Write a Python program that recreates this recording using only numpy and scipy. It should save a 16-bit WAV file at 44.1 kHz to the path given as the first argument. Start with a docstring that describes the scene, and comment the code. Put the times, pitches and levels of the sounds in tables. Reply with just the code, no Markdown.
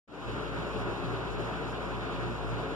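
"""A low, slowly beating hum with a few faint wavering tones over it, in a soft rush of water and air:
a filter pump runs steadily beside an indoor tank. Motor and mains hums are pairs of close sine waves,
the housing's tones are drifting sines, the rush is coloured noise and the bubbles are short decaying rings.
The sound fades in at the start and its stereo image is widened above the bass."""
import sys
import numpy as np
from scipy import signal
from scipy.fft import rfft, irfft
from scipy.io import wavfile
from scipy.ndimage import uniform_filter1d

SR = 44100
rng = np.random.default_rng(int(sys.argv[2]) if len(sys.argv) > 2 else 0)


def generate_wav(sig):
    """Save sig (samples, or channels by samples) to the path in sys.argv[1] as 16-bit PCM at SR."""
    pcm = np.round(np.clip(np.atleast_2d(sig).T, -1, 1) * 32767).astype(np.int16)
    wavfile.write(sys.argv[1], SR, pcm)


N = 121275  # length in samples


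def undb(db):
    """Decibels to gain."""
    return 10 ** (np.asarray(db) / 20)


def walk(rate):
    """Smooth random curve: levels held 1 / rate s and slewed twice, with a spread a little under 1."""
    hold = int(SR / rate)
    steps = np.repeat(rng.standard_normal(N // hold + 1), hold)
    slewed = uniform_filter1d(uniform_filter1d(steps, hold), hold)
    return 1.185 * slewed[:N]


def curve(points):
    """A curve over time, joined by straight lines from (time [s], value) points."""
    times, values = np.array(points).T
    return np.interp(np.arange(N) / SR, times, values)


def colour(f, hz, db):
    """Levels in dB at frequencies f, joined by straight lines on a log axis."""
    return np.interp(np.log(f + 1), np.log(hz), db)


def bump(f, hz, width, db):
    """The lift in dB that one resonance gives at frequencies f; half of it is left half a width away."""
    return db / (1 + (2 * (f - hz) / width) ** 4)


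def low_pass(sound, hz):
    """The part of a sound below hz, with no shift in time."""
    return signal.sosfiltfilt(signal.butter(2, hz, fs=SR, output="sos"), sound)


def hum(hz, left_db, right_db, lead, waver_db):
    """One steady hum; standing waves give each side its own level and timing."""
    in_step_s = .542  # the moment when shaft and mains are in step
    phase = 2 * np.pi * hz * (np.arange(N) / SR - in_step_s)
    left = undb(left_db + waver_db * walk(5.36)) * np.cos(phase + lead / 2)
    right = undb(right_db + waver_db * walk(4.3)) * np.cos(phase - lead / 2)
    return np.array([left, right]) * np.sqrt(2)  # peak from rms


def motor():
    """The shaft slips a little behind the mains, so the two hums and their doubles beat slowly."""
    shaft_hz, mains_hz = 58.25, 60.02
    # Hums of shaft and mains and their doubles, each one row:
    # (left level [dB], right level [dB], lead of the left [rad], waver [dB])
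    shaft = (-44.8, -50.5, 0.2, 1.1)
    mains = (-82, -57.5, 4.5, 6.5)
    shaft_double = (-43.5, -47, 1.5, 0.9)
    mains_double = (-45.5, -40.5, 2.5, -0.24)
    # Level curve laid over the buzz that the two doubles make together: (time [s], level [dB])
    buzz_level = [(.3, 0), (.4, 2.5), (.47, -3), (.54, -3), (.66, -1), (.74, 1), (.84, 1), (1.18, 1),
                  (1.45, -.5), (1.55, 2), (1.62, -9), (1.69, -2), (2.0, -1.5), (2.28, 2), (2.55, 4),
                  (2.75, -2)]
    buzz = hum(2 * shaft_hz, *shaft_double) + hum(2 * mains_hz, *mains_double)
    return hum(shaft_hz, *shaft) + hum(mains_hz, *mains) + buzz * undb(curve(buzz_level))


def housing():
    """The housing sings faint sine tones that waver in level and pitch."""
    # Tones of the housing: (centre frequency [Hz], left level [dB], right level [dB])
    tones = [(149.8, -51.4, -53.2), (273.6, -51, -51.6), (447.2, -50, -52.5), (546.9, -52, -58),
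             (1047.7, -60.5, -61), (1221.4, -65, -65.5), (2621, -70.5, -70.5), (2796, -70.5, -70.5)]
    waver_db, drift_hz = 3, 1.1
    out = 0
    for hz, left_db, right_db in tones:
        phase = 2 * np.pi * np.cumsum(hz + drift_hz * walk(9.56)) / SR
        sides = undb([[left_db], [right_db]]) * np.sqrt(2)
        out = out + sides * np.sin(phase) * undb(waver_db * walk(13))
    return out


def rush():
    """Turbulent flow coloured by tank and room; its bands swell together and flicker alone, and the lows churn."""
    # Base spectrum of the flow: (frequency [Hz], centre level [dB per Hz], side level [dB per Hz])
    flow_spectrum = [(21.7, -96, -88), (47.5, -81, -73), (75.5, -82, -81), (95, -73.5, -65),
                     (131, -71.5, -82), (150, -69.5, -69.5), (258, -68.5, -78.5), (427, -67.5, -71.5),
                     (726, -72, -77.5), (1000, -74.5, -78.5), (1348, -73.5, -73.5), (2010, -84.5, -84),
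                     (2460, -83, -84), (3440, -90.5, -84.5), (3630, -91, -88.5), (4360, -95, -96),
                     (4960, -99.5, -100), (5600, -99, -101), (6900, -104, -103.5), (9720, -112.5, -112.5),
                     (13100, -121, -123)]
    # Resonances and nulls of tank and room: (frequency [Hz], width [Hz], centre lift [dB], side lift [dB])
    resonances = [(173.8, 18, 6.5, 9.5), (213, 33, 1.5, -3), (240, 6.4, -1.5, 14), (296.8, 11, 8.5, 6),
                  (317, 21, -7, -3), (345, 29.4, 6, -2.5), (392, 14, 5, 2), (427.5, 27, 5, 0.5),
                  (490, 14.5, -5.5, 4), (586, 9.1, 5.5, 2), (707, 19, -1, -10), (728, 18, 4, 4),
                  (790, 6.5, 2.5, 8), (970, 42, 4.5, 5), (1083, 21, 2.5, -5), (1167, 68, -1.5, -6),
                  (1223, 30, 1.5, -4), (1437, 24, 4, -2)]
    # A ring added to the side signal only: (frequency [Hz], width [Hz], lift [dB])
    side_ring = (4000, 190, 6)
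    # Lean between the channels: (frequency [Hz], left minus right [dB])
    lean = [(110, 6.5), (180, -2), (260, 4), (480, 5), (800, 1.5), (2000, -1), (5000, -0.2), (9000, -5.5)]
    # Edges of the bands that flicker separately: (frequency [Hz])
    band_edges = [100, 200, 330, 600, 1200, 2400, 4800]
    swell_db, swell_per_s = .5, 8.65
    flicker_db, flicker_per_s = 1.14, 36
    churn_db, churn_per_s, churn_below_hz = 1.5, 30, 470  # the low water surges unevenly

    f = np.arange(N // 2 + 1) * SR / N
    hz, centre_db, sides_db = np.array(flow_spectrum).T
    db = np.array([colour(f, hz, centre_db), colour(f, hz, sides_db) + bump(f, *side_ring)])
    for at_hz, width, centre_lift, side_lift in resonances:
        db = db + bump(f, at_hz, width, np.array([[centre_lift], [side_lift]]))
    noise = rfft(rng.standard_normal((2, N)))
    mid, side = noise * undb(db) * np.sqrt(SR / 2)  # the root sets the noise to unit power per Hz
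    lean_db = colour(f, *np.array(lean).T)
    spectrum = np.array([mid + side, mid - side]) * undb(np.array([lean_db, -lean_db]) / 2)

    band = np.searchsorted(band_edges, f)
    swell = swell_db * walk(swell_per_s)
    flow = 0
    for k in range(len(band_edges) + 1):
        flicker = flicker_db * walk(flicker_per_s)
        flow = flow + irfft(spectrum * (band == k), N) * undb(swell + flicker)
    low = low_pass(flow, churn_below_hz)
    return flow - low + low * undb(churn_db * walk(churn_per_s))


def gurgle():
    """Small outflow bubbles half buried in the rush: each rings a few cycles and rises a little in pitch."""
    bubbles_per_s, low_hz, high_hz = 56, 171.8, 1487
    softest_db, spread_db = -46, 2.5  # before panning and the ring's own envelope
    decay_cycles, rise = 5.64, 0.069  # rise: share of the pitch per decay time
    out = np.zeros((2, N))
    for when, pitch, size, place in rng.random((int(bubbles_per_s * N / SR), 4)):
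        start = int(when * N)
        hz = low_hz * (high_hz / low_hz) ** pitch
        length = min(SR // 10, N - start)
        age = np.arange(length) * hz / SR / decay_cycles  # in decay times
        envelope = np.exp(-age) - np.exp(-10 * age)
        ring = np.sin(2 * np.pi * decay_cycles * age * (1 + rise * age / 2)) * envelope
        gain = undb(softest_db - spread_db * np.log(1 - .95 * size))  # a few bubbles stand out
        pan = np.sqrt([[.5 + place], [.5 + (1 - place)]])
        out[:, start:start + length] += gain * pan * ring
    return out


def scene():
    """Motor, housing, flow and bubbles fade in; the bass holds back at first, then comes up quickly."""
    # Fade-in of the upper sound: (time [s], gain)
    upper_fade = [(.076, 0), (.079, 0.095), (.125, 0.31), (.19, 0.52), (.26, 0.74), (.33, 0.99)]
    # Fade-in of the bass: (time [s], gain)
    bass_fade = [(.072, 0), (.1, 0.13), (.2, 0.21), (.255, 0.36), (.275, 0.91)]
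    bass_below_hz = 197
    sound = motor() + housing() + rush() + gurgle()
    bass = low_pass(sound, bass_below_hz)
    return bass * curve(bass_fade) + (sound - bass) * curve(upper_fade)


def record(dry):
    """Above the bass each channel gets a late, inverted copy of the other; then the top is cut."""
    delay_s, share, from_hz = .000487, 0.62, 920
    top_hz = 14200
    f = np.arange(N + 1) * SR / (2 * N)  # double length, so the late copy cannot wrap round
    cross = share * f ** 4 / (f ** 4 + from_hz ** 4)
    swapped = rfft(dry[::-1], 2 * N)
    late = irfft(swapped * cross * np.exp(-2j * np.pi * f * delay_s))[:, :N]
    top_cut = signal.ellip(10, .2, 70, top_hz, fs=SR, output="sos")
    return signal.sosfilt(top_cut, dry - late)


dry = scene()
out = record(dry)
generate_wav(out)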